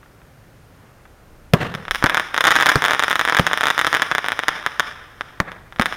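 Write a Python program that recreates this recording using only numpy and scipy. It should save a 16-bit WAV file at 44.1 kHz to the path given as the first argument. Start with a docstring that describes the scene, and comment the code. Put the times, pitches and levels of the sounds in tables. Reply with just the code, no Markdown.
"""Outdoors at night, close to small fireworks. Over soft air, wind and a drone come distant pops and fizz.
Six shots thump out of their tubes, each a crack, a push of gas and a short note. Each sends up a star,
a burning pellet whose grains burst in sharp cracks that bounce off the ground while tiny sparks sputter.
Shots and cracks echo from the surroundings, and the loud ones overload the microphone."""
import sys
import numpy as np
from scipy import signal
from scipy.fft import rfft, irfft, next_fast_len
from scipy.io import wavfile

SR = 44100
rng = np.random.default_rng(int(sys.argv[2]) if len(sys.argv) > 2 else 0)


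def digitize_waveform(pressure):
    """Quantize a signal to 16-bit integers and store it at the path in sys.argv[1].

    Rows of a 2-D input are taken as channels; values are limited to [-1, 1].
    """
    field = np.atleast_2d(pressure).T
    bounded = np.clip(field, -1, 1)
    quanta = np.round(bounded * 32767).astype(np.int16)
    wavfile.write(sys.argv[1], SR, quanta)


N = 262836

# The colour (low and high balance) of night air. Each row: frequency in Hz, relative level in dB.
AIR_COLOUR = [(12, -34), (20, -11), (91, -9), (158, -13.5), (182, -17), (293, -16.5), (388, -18.5),
              (499, -17), (678, -20), (780, -19), (849, -21.5), (1440, -22.5), (3740, -35.5),
              (12400, -39.5), (16000, -41)]
# Wind moving over the microphone. Each row: time in seconds, level in dB.
WIND_LEVEL = [(0, -81), (1.5, -46.5), (1.8, -51), (1.9, -38), (2.02, -41), (2.2, -53), (3.4, -76),
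              (4.5, -60), (5.96, -51)]
# A faint, far-off drone. Each row: time in seconds, level in dB.
DRONE_LEVEL = [(0, -58), (.3, -56), (.45, -51), (.85, -54), (1.1, -58.5), (1.45, -58), (5.96, -59)]
# Distant fireworks. Each row: start in seconds, level in dB before dulling.
DISTANT_POPS = [(.030, -33.5), (.060, -36.5), (0.217, -36), (1.054, -30)]
# The colour of one crack. Each row: frequency in Hz, relative level in dB.
PULSE_COLOUR = [(40, -18), (200, -11), (600, -4.5), (1200, 2.5), (1750, 3.5), (2750, -9.5), (3550, -5),
                (4400, -27), (5200, -17), (6700, -28.5), (7800, -37), (9400, -28.5), (11400, -35.5),
                (13300, -40)]
# Shots from the tubes. Each row: start in seconds, crack in dB, gas push in dB, push length in
# milliseconds, gas jet in dB, tube note in Hz, note in dB, seconds for the note to fade by 60 dB,
# feed to the echoes in dB.
TUBE_SHOTS = [(1.5360, 11.5, 11.5, 1.4, 5.5, 156.6, 12, 0.025, 1),
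              (2.0406, 15.5, 5.5, 0.76, -6, 215, -19, 0.037, -4.5),
              (2.7567, 14, 10, 0.76, -8, 156, -10, 0.072, -8),
              (3.3956, -0.5, 9.5, 0.93, -4, 179.7, -12, 0.082, -8.5),
              (5.4018, 9, 2, 0.82, -10, 192, -18, 0.083, -5),
              (5.7966, 5, 2, 0.93, -7, 251, -8, 0.037, -4.5)]
# The colour of gas rushing out of a tube. Each row: frequency in Hz, relative level in dB.
GAS_JET_COLOUR = [(60, 4), (250, 7.5), (480, 1.5), (800, 4), (1700, 4.5), (2600, -1), (5000, -22),
                  (9000, -27), (15000, -27)]
# How the echoes of shots and of cracks die away. Each row: delay in seconds, relative level in dB.
SHOT_ECHO_SHAPE = [(0, 14), (.02, -14.5), (.04, -10.5), (.066, -6), (0.081, 0.5), (.1, -0.5), (.12, -5),
                   (.2, -12.5), (.32, -20), (0.998, -63)]
CRACK_ECHO_SHAPE = [(0, 12), (0.021, 0.5), (.045, 1), (0.069, 4.5), (.1, -0.5), (0.161, -8), (.3, -16.5),
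                    (0.599, -12.5), (1.002, -57)]
# The colour of those echoes. Each row: frequency in Hz, boost or cut in dB.
SHOT_ECHO_TONE = [(30, -25), (85, -8), (130, -4), (180, 1.5), (300, -2.5), (600, 2.5), (1500, -1),
                  (2700, 15), (4500, -0.5), (9000, -8), (15000, -11)]
CRACK_ECHO_TONE = [(60, -50), (160, 2), (350, -3), (800, -1), (1600, -1), (3500, 0), (5200, 5), (9500, 3),
                   (15000, 3)]
# The cracks that stand out. Each row: start in seconds, peak in dB, base treble tilt in dB per octave.
MAIN_CRACKS = [(1.741, -11.5, 3), (1.7506, -8.5, 5.5), (1.8528, -16.5, 1.5), (1.882, -9.5, -2),
               (1.9104, 4.5, 8), (1.948, -3.5, 6.5), (1.9577, -6, 7), (2.026, -1.5, -8), (2.0608, 3, 1.5),
               (2.0659, 2.5, -5), (2.097, 0.5, 6.5), (2.1458, 4.5, 3), (2.1713, 3.5, 1), (2.1769, -1, 1),
               (2.1977, 0.5, 3), (2.3443, -1.5, 3.5), (2.3646, -5, 4), (2.3782, 6.5, 1), (2.4075, 4.5, 4),
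               (2.4095, 4, 9), (2.4409, 7.5, 5), (2.4521, 8.5, 1.5), (2.4696, 9.5, 4.5), (2.4723, 11, 0),
               (2.507, 10, 5), (2.517, 10.5, 2.5), (2.5555, 6, 1), (2.563, 10.5, 2), (2.5881, -0.5, -3),
               (2.6011, 0.5, 3), (2.6099, 4, 6), (2.6247, 8, 2), (2.6596, 11.5, -4), (2.6666, 6.5, 10),
               (2.6826, -3, -9), (2.6899, 9.5, -1), (2.6937, 11.5, 4), (2.721, -3.5, 8), (2.8219, 2, 1),
               (2.8411, 4, 2), (2.851, 7.5, 4), (2.862, -0.5, 6), (2.883, 1.5, 2), (2.8984, -3.5, -1),
               (2.909, 6, 1), (2.934, 3.5, 2), (2.9485, -1, 2), (2.9946, 8, 2.5), (3.0252, 0, 2),
               (3.0368, 7.5, 4.5), (3.0817, .5, 1), (3.0998, -3, 13), (3.1079, -1, -1), (3.1127, 3, 4.5),
               (3.129, 0, 2), (3.1564, 5, 5), (3.1943, 5.5, 2.5), (3.2123, 2.5, 2), (3.2516, 1, 4.5),
               (3.2765, 0, -1), (3.2871, -0.5, 1), (3.2976, 3, 1), (3.324, 2.5, -7), (3.3478, 4, -0.5),
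               (3.3684, 7, 5), (3.3877, 4, .5), (3.467, 9, 3), (3.5132, -4, -9), (3.5326, 6, 3),
               (3.5752, -.5, 7), (3.6093, 2, 4), (3.633, -1, 0), (3.6376, 3.5, 1.5), (3.6562, 0, 3),
               (3.6696, 5.5, 2), (3.7027, 7.5, 4.5), (3.7792, 2, 1.5), (3.7919, 7.5, 4.5), (3.8136, 2.5, 4),
               (3.8469, 2, -1), (3.868, 6.5, 8), (3.929, 3.5, -2.5), (3.9421, 2, -1), (3.9488, 4, 4),
               (3.9695, -3, 5.5), (3.9977, -4.5, -1), (4.0204, 8, 3), (4.1145, 1.5, -2), (4.12, -2.5, -1),
               (4.1507, 2.5, 2), (4.1824, 2.5, 1), (4.244, -5.5, -0.5), (4.2627, -6.5, 4), (4.285, 0, 4.5),
               (4.32, -1, 3.5), (4.3917, 1, 0.5), (4.4356, -5, 1.5), (4.4828, 12, -.5), (4.6635, 2.5, 1.5),
               (4.7967, 9.5, 1), (5.2098, -5, -1), (5.5182, -16.5, 3.5), (5.7245, -20.5, 0),
               (5.7615, -21, 2), (5.787, -20, 2), (5.8135, -1.5, 5), (5.8216, 1, 3), (5.8583, 2, 5.5),
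               (5.9253, -7.5, -1.5)]
# The microphone's uneven response. Each row: frequency in Hz, boost or cut in dB.
MIC_COLOUR = [(600, 0.5), (900, -1), (1300, 0.45), (2000, 0), (4100, 0), (5100, -0.06), (6800, -0.5),
              (7700, -3), (8450, -2), (9000, 1.5), (9900, -1.3), (11500, -2.9), (12400, 1), (13050, -1.5),
              (13700, 1.5), (16000, -6)]

# A star's life, in seconds after its shot: it catches, then burns fiercely for a while.
FUSE_S, FIERCE_START_S, FIERCE_END_S = .31, .41, .98


def gain_of(db):
    """Turns decibels into a number to multiply a sound by."""
    return 10 ** (np.asarray(db) / 20)


def evened(x):
    """Scales a sound to an average (rms) level of one."""
    return x / np.sqrt(np.mean(x ** 2) + 1e-20)


def colour_db(colour, hz):
    """Looks up a colour table, sliding between its rows on a scale of pitch."""
    row_hz, row_db = np.transpose(colour)
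    return np.interp(np.log(hz + 1), np.log(row_hz + 1), row_db)


def level(curve):
    """Turns a table of times and decibels into a gain for every sample."""
    return gain_of(np.interp(np.arange(N) / SR, *np.transpose(curve)))


def add(mix, start_s, sound):
    """Mixes a sound in at its start time."""
    part = mix[max(round(start_s * SR), 0):][:len(sound)]
    part += sound[:len(part)]


def coloured(x, colour):
    """Boosts or cuts each frequency as a colour table says."""
    size = next_fast_len(len(x) + 4096)
    gains = gain_of(colour_db(colour, np.fft.rfftfreq(size, 1 / SR)))
    return irfft(rfft(x, size) * gains, size)[:len(x)]


def band(x, hz, kind, order=2):
    """Keeps the "low" or the "high" side of a frequency."""
    return signal.sosfilt(signal.butter(order, hz, kind, fs=SR, output="sos"), x)


def through(x, response):
    """Lets every sample set off a copy of the response, up to the end of the scene."""
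    return signal.oaconvolve(x, response)[:N]


def crack_pulse(tilt_db=0., size=1024):
    """One sharp pulse of pressure with a peak of one; more tilt makes it brighter."""
    hz = abs(np.fft.fftfreq(size, 1 / SR))
    log_gain = np.log(gain_of(colour_db(PULSE_COLOUR, hz) + tilt_db * np.log2(1 + hz / 2500)))
    spectrum = np.exp(np.conj(signal.hilbert(log_gain)))  # packs the energy at the very start
    pulse = np.fft.ifft(spectrum).real[:size // 2]
    return -pulse / abs(pulse).max()


def scattered(x, fade_s, size=4096):
    """Nearby things throw a sound back as a short spray that drops 60 dB in fade_s."""
    t = np.arange(size) / SR
    spray = rng.standard_normal(size) * gain_of(-60 * t / fade_s) * (1 - np.exp(-t / .00063))
    return signal.fftconvolve(x, spray / np.linalg.norm(spray))


def night(air_db=-50):
    """Steady night air, a low, lumpy wind and a far-off drone, all shaped from noise."""
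    air, wind, drone = rng.standard_normal((3, N))
    air = gain_of(air_db) * evened(coloured(air, AIR_COLOUR))
    wind = level(WIND_LEVEL) * evened(band(band(wind, 55, "low"), 14, "high"))
    drone = level(DRONE_LEVEL) * evened(band(band(drone, 160, "low", order=4), 85, "high", order=4))
    return air + wind + drone


def far_pops(smear_db=2, dull_hz=2200):
    """Distant fireworks arrive dull and smeared."""
    out = np.zeros(N)
    pulse = band(crack_pulse(), dull_hz, "low")
    for start, db in DISTANT_POPS:
        add(out, start, gain_of(db) * pulse)
        add(out, start, gain_of(db + smear_db) * scattered(pulse, fade_s=.043))
    return out


def far_fizz(peak_s=.86, width_s=.16, db=-57.5, dull_hz=2000):
    """The crackle of a distant firework blurs into one soft swell."""
    swell = np.exp(-((np.arange(N) / SR - peak_s) / width_s) ** 2)
    fizz = through(rng.standard_normal(N), crack_pulse())
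    return gain_of(db) * swell * evened(band(fizz, dull_hz, "low"))


def shots(overtone_db=-13, jet_fade_s=.025, roar_db=-14, roar_fade_s=.15, near_db=-17,
          boom_db=-2, front_db=10):
    """Gas bursts out of each tube and makes it ring. Returns the sound and what feeds its echoes."""
    out, echo_feed = np.zeros((2, N))
    t = np.arange(SR // 4) / SR
    for start, crack_db, push_db, push_ms, jet_db, hz, note_db, note_fade_s, feed_db in TUBE_SHOTS:
        progress = t / (push_ms / 1000)
        push = -gain_of(push_db) * (1 - progress) * np.exp(-progress)
        pulse = np.pad(crack_pulse(), (0, len(t)))[:len(t)]
        crack = gain_of(crack_db) * band(pulse, 2100, "low", order=3)
        jet = gain_of(jet_db) * evened(coloured(rng.standard_normal(len(t)), GAS_JET_COLOUR))
        # a tube closed at one end rings at 1, 3 and 5 times its lowest frequency
        ring = sum(gain_of(k * overtone_db) * np.sin(2 * np.pi * (2 * k + 1) * hz * t) for k in range(3))
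        note = -gain_of(note_db - 60 * t / note_fade_s) * ring
        hiss = gain_of(-60 * t / jet_fade_s) * jet
        roar = gain_of(roar_db - 60 * t / roar_fade_s) * band(jet, 650, "low")  # big swirls last longer
        nearby = gain_of(near_db) * scattered(push + crack, fade_s=.086)[:len(t)]
        shot = band(push, 1500, "low") + crack + note + hiss + roar + nearby
        add(out, start, band(shot, 60, "high", order=1))  # a small opening gives little deep bass
        blast = push + crack + gain_of(boom_db) * note  # these parts carry far
        blast[0] += gain_of(jet_db + front_db)  # a fierce jet sends a brighter shock front
        add(echo_feed, start, gain_of(feed_db) * blast)
    return out, echo_feed


def echoes(x, shape, colour, per_s=8000, patchy_db=3.5, air_loss_db=1.5, paths=3):
    """The surroundings answer; air dulls the late echoes, and the paths change as the stars move."""
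    t, out = np.arange(SR) / SR, np.zeros(N)
    for k in range(paths):
        bounces = rng.standard_normal(SR) * (rng.random(SR) < per_s / SR)
        wobble = evened(band(rng.standard_normal(SR), 57, "low"))
        bounces *= gain_of(np.interp(t, *np.transpose(shape)) + patchy_db * wobble)
        hz, delay, spectra = signal.stft(bounces / np.linalg.norm(bounces), SR, nperseg=256)
        loss_db = air_loss_db * np.outer(hz / 1000, delay)  # grows with each kHz and each second
        tail = signal.istft(spectra * gain_of(-loss_db), SR, nperseg=256)[1]
        # the paths take turns fading in and out
        share = np.sqrt(2 / paths) * np.cos(np.pi * (3 * np.arange(N) / SR + k / paths))
        out += through(x * share, tail)
    return coloured(out, colour)


def star_age(now):
    """Seconds since the shot of the newest star to have caught, or FUSE_S if none has yet."""
    return min((now - shot[0] for shot in TUBE_SHOTS if now - shot[0] > FUSE_S), default=FUSE_S)


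def cracks(steepen=.02, climb_s=.2168, top_lag_s=.0068, near_db=-16, ground_db=-8.5, grass_db=-16,
           wall_s=.0333, wall_db=-28):
    """Each grain bursts once; nearby things, the grassy ground and a wall throw the pulse back."""
    out = np.zeros(N)
    for start, db, tilt_db in MAIN_CRACKS + chained_cracks():
        pulse = gain_of(db) * crack_pulse(tilt_db + steepen * db)  # stronger bursts are sharper
        near_spray = crack_pulse(tilt_db / 2 + 6)
        grass_spray = crack_pulse(tilt_db / 2 + 4)
        # a star slows as it climbs; the higher it is, the later the ground bounce
        height = 1 - np.exp(-star_age(start) / climb_s)
        lag = top_lag_s * height * (1 + .03 * rng.standard_normal())
        add(out, start, pulse)
        add(out, start, gain_of(db + near_db) * scattered(near_spray, fade_s=.0092))
        add(out, start + lag, gain_of(ground_db) * band(pulse, 3400, "low", order=1))
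        add(out, start + lag, gain_of(db + grass_db) * scattered(grass_spray, fade_s=.021))
        add(out, start + wall_s, gain_of(wall_db) * pulse)
    return out


def chained_cracks(share=.6, soonest_s=.002, wait_s=.007, weaker_db=-11, spread_db=2.5, tilt_db=3.5):
    """While a star burns fiercely, a grain may set off a weaker neighbour. Returns extra crack rows."""
    chance, wait = rng.random((len(MAIN_CRACKS), 2)).T
    size, brightness = rng.standard_normal((len(MAIN_CRACKS), 2)).T
    rows = []
    for k, (start, db, _) in enumerate(MAIN_CRACKS):
        if chance[k] < share and FIERCE_START_S < star_age(start) < FIERCE_END_S:
            later = start + soonest_s - wait_s * np.log(1 - wait[k])
            rows.append((later, db + weaker_db + spread_db * size[k], tilt_db * brightness[k]))
    return rows


def sputter(db=-39, per_s=900, spread_db=4, start_s=.43, rise_s=.12, end_s=1.73, fade_s=.44,
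            flare_db=4.5, flare_s=.18):
    """Countless tiny sparks, a few of them larger; each star's share flares up, holds and fades."""
    sizes = gain_of(spread_db * np.minimum(rng.exponential(1, N), 5))
    fires = rng.random(N) < per_s / SR
    sparks = evened(through(sizes * fires, crack_pulse(tilt_db=3)))
    ages = np.arange(N) / SR - np.array(TUBE_SHOTS)[:, :1]  # seconds since each shot
    burning = np.clip(np.minimum((ages - start_s) / rise_s, (end_s - ages) / fade_s), 0, 1)
    flare = gain_of(flare_db * np.exp(-((ages - start_s - rise_s) / flare_s) ** 2))
    return gain_of(db) * np.linalg.norm(burning * flare, axis=0) * sparks


def scene(crack_echo_db=-12, shot_echo_db=-13):
    """All the sounds and their echoes meet at one microphone."""
    crackle = cracks()
    thumps, echo_feed = shots()
    wash = gain_of(crack_echo_db) * echoes(crackle, CRACK_ECHO_SHAPE, CRACK_ECHO_TONE)
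    wash += gain_of(shot_echo_db) * echoes(echo_feed, SHOT_ECHO_SHAPE, SHOT_ECHO_TONE)
    return (crackle + thumps + wash + sputter() + far_pops() + far_fizz() + night())[None]


def record(dry, limit=.7, top_hz=16100):
    """The microphone flattens loud peaks, colours the sound and loses the highest treble."""
    clipped = np.clip(dry[0], -limit, limit)
    drooped = band(clipped, 13, "high", order=1)  # cutting the deepest bass makes the flat tops sag
    treble_cut = signal.firwin(255, top_hz, window=("kaiser", 9), fs=SR)
    return signal.oaconvolve(coloured(drooped, MIC_COLOUR), treble_cut, "same")[None]


dry = scene()
out = record(dry)
digitize_waveform(out)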